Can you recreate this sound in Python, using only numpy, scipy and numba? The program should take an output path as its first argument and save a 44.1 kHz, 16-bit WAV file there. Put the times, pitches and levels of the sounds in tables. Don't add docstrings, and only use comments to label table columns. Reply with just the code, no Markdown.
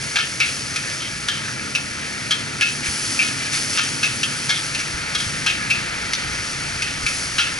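import sys
import numpy as np
from scipy import signal
from scipy.fft import rfft, irfft
from scipy.io import wavfile
from scipy.ndimage import uniform_filter1d, minimum_filter1d
from numba import njit

SR = 44100
rng = np.random.default_rng(int(sys.argv[2]) if len(sys.argv) > 2 else 0)


def master_out(mix):
    frames = np.transpose(np.atleast_2d(mix))
    ceiling = np.clip(frames, -1, 1)
    pcm = np.round(ceiling * 32767).astype(np.int16)
    wavfile.write(sys.argv[1], SR, pcm)


N = 334719
T = np.arange(N) / SR
RING = T[:int(.5 * SR)]

# frequency in Hz, level in dB, t60 in seconds.
WOK_MODES = [(1251, -3, 0.13), (1407, -2, 0.094), (1613, -6, 0.11), (1690, 3, 0.14), (1776, -7, 0.26),
             (2115, -9, 0.15), (2165, 1, .18), (2313, 4, 0.071), (2440, -11, 0.07), (2510, -5.5, 0.13),
             (2597, -9, 0.25), (2713, -6.5, 0.12), (3140, -12, .25), (3140, -23, 0.1), (3180, -27, .26),
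             (3275, 0, 0.083), (3380, -13.5, 0.16), (3600, 0, 0.092), (3990, -5, 0.14), (4250, -6, 0.13),
             (5850, -1.5, 0.076)]
# frequency in Hz, level in dB.
STEEL_SPECTRUM = [(300, -57), (800, -4), (1080, -12), (1300, 6), (1750, 2.5), (2050, -2), (3100, 1.5),
                  (3700, 4), (4500, 4), (5900, 3), (7000, -6.5), (8600, -11.5), (11000, -8.5)]


def sizzle():
    # start in seconds, hold in seconds, hiss level in dB, spray level in dB.
    swells = [(0, 0.22, -31.5, -40.5), (.44, 0.061, -30.5, -36.5), (.76, .2, -37.5, -48),
              (2.62, 0.12, -32.5, -39), (2.835, 0.19, -28, -30.5), (3.03, .22, -29, -35),
              (3.51, 0.036, -23, -28.5), (3.68, 0.092, -29.5, -33), (3.999, .65, -32, -36.5),
              (5.17, 0.046, -30, -38), (6.299, 1, -34.5, -55), (7.05, .12, -29.5, -34)]
    # frequency in Hz, level in dB.
    hiss_spectrum = [(1530, -7), (2600, 1), (2760, 1.5), (2930, -0.5), (3490, 0), (3780, -5), (4480, 5),
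                     (5400, 6.5), (6310, 5), (7480, -3.5), (8850, -3.5), (9690, -2), (11000, -2.5),
                     (14300, -103), (22000, -120)]
    # frequency in Hz, level in dB.
    spray_spectrum = [(4000, -27), (6500, -17), (7500, 1.5), (9000, -6), (9700, 7.5), (11000, -4.5)]
    hiss_power, spray_power = undb(-32.5) ** 2, undb(-43) ** 2
    for start, hold_s, hiss_db, spray_db in swells:
        envelope = swell(start, hold_s)
        hiss_power += (undb(hiss_db) * envelope) ** 2
        spray_power += (undb(spray_db) * envelope ** 1.3) ** 2
    hiss = unit(colour(grains(N, per_s=16000, spread_db=2.0), hiss_spectrum))
    spray = unit(colour(grains(N, per_s=9400, spread_db=3.0), spray_spectrum))
    flutter = undb(.5 * walk(22))
    return (hiss * np.sqrt(hiss_power) + spray * np.sqrt(spray_power)) * flutter


def swell(start, hold_s, rise_s=0.021, drop_s=0.078, linger_s=0.48):
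    rise = np.clip((T - start) / rise_s, 0, 1)
    after_s = np.maximum(T - start - hold_s, 0)
    lingering = undb(-1.5)
    return rise * ((1 - lingering) * np.exp(-after_s / drop_s) + lingering * np.exp(-after_s / linger_s))


def spatula():
    # start in seconds, level in dB, blade resonance in Hz, its width in Hz,
    # its relative level in dB, chatter length in seconds, level of the following slide in dB.
    blows = [(0.158, -10.5, 2870, 900, -4, 0.042, -29), (0.402, -18, 2440, 750, 6, 0.029, -25),
             (0.759, -24, 2490, 400, -2, 0.0044, -39), (1.285, -16.5, 3070, 446, -2.5, .007, -29.5),
             (1.75, -23.5, 2674, 396, 6.5, 0.0098, -46), (2.308, -18, 3270, 439, 2, .016, -33),
             (2.61, -16, 2620, 636, 5, 0.02, -26.5), (3.191, -24.5, 2536, 320, 13.5, .043, -25.5),
             (3.774, -13, 2910, 700, -3, 0.043, -33), (4.031, -17.5, 2580, 330, 3.5, 0.026, -29),
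             (4.231, -22, 3000, 551, 4.5, .008, -41), (4.493, -16.5, 3360, 500, -3, 0.024, -26.5),
             (4.747, -27.5, 2700, 597, 2, .008, -33), (4.791, -30.5, 2400, 600, -1, .02, -45),
             (5.149, -21.5, 3320, 553, -4.5, 0.0069, -29.5), (5.203, -29, 3300, 550, -8, .01, -46),
             (5.463, -15, 2740, 696, 2, .04, -30), (5.701, -21, 2570, 240, 9.5, 0.017, -28.5),
             (6.821, -27, 2636, 900, 5.5, 0.0053, -32), (7.064, -21.5, 2560, 500, 4, 0.0079, -33),
             (7.383, -14, 2830, 650, 0.5, 0.041, -27)]
    # start and length in seconds, level in dB, blade resonance in Hz.
    strokes = [(0.831, .13, -32, 1700), (0.999, 0.094, -29.5, 3160), (1.431, 0.12, -29.5, 1630),
               (2.832, 0.067, -25, 2300), (3.377, 0.17, -29.5, 2300), (3.532, .06, -22, 2270),
               (3.745, .05, -29, 2700), (5.996, .14, -37, 1940)]
    # start in seconds, level in dB.
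    taps = [(6.134, -12.5), (6.141, -23), (6.151, -20)]
    out = np.zeros(N)
    for start, db, blade_hz, width_hz, blade_db, chatter_s, slide_db in blows:
        tilt_db = 0.63 * (-17 - db)
        add(out, start, undb(db) * clank(blade_hz, width_hz, blade_db, chatter_s, tilt_db))
        add(out, start + .03, undb(slide_db) * scrape(length_s=0.089, blade_hz=blade_hz))
    for start, length_s, db, blade_hz in strokes:
        add(out, start, undb(db) * scrape(length_s, blade_hz))
    for start, db in taps:
        add(out, start, undb(db) * plate_tap())
    return out


def clank(blade_hz, width_hz, blade_db, chatter_s, tilt_db):
    count = len(RING)
    contact = grains(count, per_s=1500, spread_db=0.5) * np.exp(-(RING / chatter_s) ** 4) * undb(-15)
    contact[0] += undb(9.5)

    def crowded_modes(short_t60, long_db, long_t60):
        decay = fade(short_t60) + undb(long_db) * fade(long_t60)
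        energy = signal.fftconvolve(contact ** 2, decay ** 2)[:count]
        return rng.standard_normal(count) * np.sqrt(abs(energy))

    def blade(x):
        return unit_hit(band(band(x, blade_hz, width_hz), blade_hz, 1.04 * width_hz))

    clash = unit_hit(colour(crowded_modes(short_t60=0.068, long_db=-25, long_t60=0.39), STEEL_SPECTRUM))
    wok = unit_hit(signal.fftconvolve(contact, ring(WOK_MODES, scatter_db=2.5))[:count])
    ping = unit_hit(blade(crowded_modes(short_t60=0.069, long_db=-17, long_t60=0.41)) + blade(wok))
    tick = unit_hit(band(rng.standard_normal(count), hz=5500, width_hz=7000) * fade(t60=.012))
    tilt = [(750, -tilt_db), (12000, tilt_db)]
    return colour(clash + undb(-0.5) * wok + undb(-15.5) * tick, tilt) + undb(blade_db) * ping


def scrape(length_s, blade_hz):
    slips = grains(len(RING), per_s=2500, spread_db=.5)
    steel = unit(colour(slips, STEEL_SPECTRUM))
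    blade = unit(band(slips, blade_hz, width_hz=300))
    wok = unit(signal.fftconvolve(slips, ring(WOK_MODES, scatter_db=4.5))[:len(RING)])
    progress = np.clip(RING / length_s, 0, 1)
    pressure = np.sin(np.pi * progress ** .6).clip(0) ** 0.46
    return unit(steel + undb(1) * blade + undb(-7.5) * wok) * pressure


def plate_tap():
    # frequency in Hz, level in dB, t60 in seconds.
    plate_modes = [(2100, 3, .043), (2690, -4, .041), (3530, -4.5, 0.051), (4340, -5, 0.047),
                   (4500, -2, .045), (5000, -7, 0.042), (6000, 3, .03), (9600, -3, .02)]
    crack = colour(rng.standard_normal(len(RING)), STEEL_SPECTRUM) * fade(t60=0.065)
    clink = ring(plate_modes, scatter_db=6.5)
    return unit_hit(unit_hit(clink) + unit_hit(crack))


def stirring():
    fits = undb(2.5 * walk(12))
    nudges = grains(N, per_s=700, spread_db=3.5) * fits
    low_ring = ring([mode for mode in WOK_MODES if mode[0] < 2650], scatter_db=1)
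    return undb(-37.5) * unit(signal.fftconvolve(nudges, low_ring)[:N])


def van_and_street(idle_hz=29, revved_hz=36.5):
    # time in seconds, firing rate in Hz.
    firing_rates = [(0, 29.05), (1.2, 29.25), (1.7, 33.77), (2.6, 36.08), (3.7, 36.5), (4.4, 34.82),
                    (5.0, 27.25), (5.75, 29.66), (7.59, 26.16)]
    # multiple of the firing rate, level in dB.
    van_orders = [(3, -4.5), (4, -2), (5, -9), (6, -1), (7, -0.5), (8, -6.5), (9, -8), (10, -16)]
    # frequency in Hz, level in dB.
    wash_spectrum = [(250, -16), (450, -7.5), (680, -8), (850, -4.5), (1100, -8), (1330, 3.5), (1520, 1),
                     (1700, 1), (1900, 2), (2350, 2), (2900, -5.5), (3800, -8), (4600, -4.5), (7000, -63)]
    # frequency in Hz, level in dB.
    rumble_spectrum = [(41, -54), (70, -9), (135, 4), (173, -3.5), (294, -3.5), (382, -8.5), (700, -13.5),
                       (910, -58), (1540, -120)]
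    # frequency in Hz, level in dB.
    bass_spectrum = [(10, -12), (28, -8), (55, -7), (100, -3), (300, -44)]
    firing_hz = np.interp(T, *np.transpose(firing_rates))
    revs = (firing_hz - idle_hz) / (revved_hz - idle_hz)
    near = nearness(passes_s=5.9)
    tyre_gain = undb(-29.5) * near
    exhaust_gain = undb(-43) * nearness(passes_s=7.5) ** 2
    wash = noise(wash_spectrum) * np.hypot(undb(-33), tyre_gain) * undb(.7 * walk(11))
    rumble = noise(rumble_spectrum) * undb(-37 + 0.8 * revs + 0.15 * walk(16))
    bass = noise(bass_spectrum) * np.hypot(undb(-56.5), exhaust_gain)
    pull_hz_per_s = uniform_filter1d(np.gradient(firing_hz) * SR, size=SR // 3)
    engine_gain = undb(-40.5 + 6.5 * revs + 0.52 * pull_hz_per_s) * near
    return wash + rumble + bass + engine(firing_hz, van_orders, waver_db=1) * engine_gain


def idlers():
    # time when nearest in seconds, firing rate in Hz, level there in dB.
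    passes = [(.6, 29.43, -45.5), (6.15, 29.04, -42)]
    # multiple of the firing rate, level in dB.
    idle_orders = [(2, -2.5), (3, -7), (5, 1.5)]
    return sum(engine(hz, idle_orders, waver_db=4) * undb(db) * nearness(passes_s) ** 2
               for passes_s, hz, db in passes)


def engine(firing_hz, orders, waver_db):
    phase = 2 * np.pi * np.cumsum(firing_hz * (1 + 0.00301 * walk(8))) / SR
    return unit(sum(undb(db + waver_db * walk(8.2)) * np.sin(order * phase + 2 * np.pi * rng.random())
                    for order, db in orders))


def nearness(passes_s, lane_m=3.84, crawl_m_s=2.02):
    return lane_m / np.hypot(lane_m, crawl_m_s * (T - passes_s))


def street():
    # start in seconds, level in dB, pitch in Hz.
    thuds = [(2.884, -31, 85), (4.946, -30, 70), (5.265, -30, 95), (7.04, -30, 55.3)]
    out = van_and_street() + idlers()
    for start, db, hz in thuds:
        thud = np.sin(2 * np.pi * hz * RING) * fade(t60=.087) * (1 - fade(t60=.012))
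        add(out, start, undb(db) * unit_hit(thud))
    return out


def echo(x):
    stall = rng.standard_normal(len(RING)) * fade(t60=0.26) * (RING > .004)
    return signal.fftconvolve(x, stall / np.linalg.norm(stall))[:N]


def undb(db):
    return 10 ** (np.asarray(db) / 20)


def unit(x):
    return x / np.sqrt(np.mean(x ** 2))


def unit_hit(x):
    return x / np.sqrt(np.sum(x ** 2) / (.02 * SR))


def over_pitch(table, count):
    hz, *columns = np.transpose(table)
    log_bins = np.log(np.fft.rfftfreq(count, 1 / SR) + 1)
    return [np.interp(log_bins, np.log(hz), column) for column in columns]


def colour(x, spectrum):
    return irfft(rfft(x) * undb(over_pitch(spectrum, len(x))[0]), len(x))


def noise(spectrum):
    return unit(colour(rng.standard_normal(N), spectrum))


def band(x, hz, width_hz):
    return signal.lfilter(*signal.iirpeak(hz, hz / width_hz, fs=SR), x)


def walk(per_s):
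    hold = int(SR / per_s)
    steps = np.repeat(rng.standard_normal(N // hold + 1), hold)
    return 1.3 * uniform_filter1d(uniform_filter1d(steps, hold), hold)[:N]


def grains(count, per_s, spread_db):
    size = undb(spread_db * np.minimum(rng.exponential(size=count), 6))
    return unit((rng.random(count) < per_s / SR) * size * rng.standard_normal(count))


def fade(t60):
    return np.exp(-np.log(1000) * RING / t60)


def ring(modes, scatter_db):
    chance = rng.standard_normal((len(modes), 3))
    return sum(undb(db + scatter_db * lift) * fade(t60)
               * np.sin(2 * np.pi * (hz * (1 + 0.0013 * detune) * RING + phase))
               for (hz, db, t60), (lift, detune, phase) in zip(modes, chance))


def add(track, start, x):
    i = max(int(start * SR), 0)
    track[i:i + len(x)] += x[:N - i]


@njit
def follow(x, attack, release):
    out, level = np.empty(len(x)), 0.
    for i in range(len(x)):
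        level += (x[i] - level) * (attack if x[i] > level else release)
        out[i] = level
    return out


def limiter(x, ceiling_db, attack_s, release_s):
    ahead = -minimum_filter1d(-abs(x).max(axis=0), size=24)
    peak = follow(ahead, 1 - np.exp(-1 / (attack_s * SR)), 1 - np.exp(-1 / (release_s * SR)))
    return x / np.maximum(1, peak / undb(ceiling_db))


def scene():
    # frequency in Hz, the left's phase lead in radians,
    # left minus right in dB, likeness from 0 to 1.
    port_response = [(30, .05, -.8, 1), (130, 0.53, -.5, 1), (344, 1.05, -0.5, 0.92), (774, 1.66, 0, 0.97),
                     (1680, 1.25, .5, 0.9), (2400, 1.56, 2, 0.86), (3320, .48, 2, 0.58),
                     (3950, 0.87, .5, 0.64), (4300, 0.74, 2.5, 1), (5800, 0.54, 0, 0.88),
                     (8200, 0.26, 1.5, 0.43), (8600, .14, 1.5, .8), (11000, 0.68, 0, 0.92)]
    metal = spatula() + stirring()
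    direct = rfft(metal + undb(-24) * echo(metal) + sizzle() + street())
    scattered = rfft(undb(-3.5) * echo(metal) + sizzle() + street())
    lead, left_db, likeness = over_pitch(port_response, N)
    sides = np.array([[1], [-1]])
    ports = np.sqrt((1 + likeness) / 2) * direct + sides * np.sqrt((1 - likeness) / 2) * scattered
    return irfft(ports * np.exp(.5j * sides * lead) * undb(sides * left_db / 2), N)


def record(dry):
    held = limiter(dry, ceiling_db=-5.0, attack_s=.00008, release_s=0.038)
    return signal.sosfilt(signal.ellip(12, .2, 80, 11070, fs=SR, output="sos"), held)


dry = scene()
out = record(dry)
master_out(out)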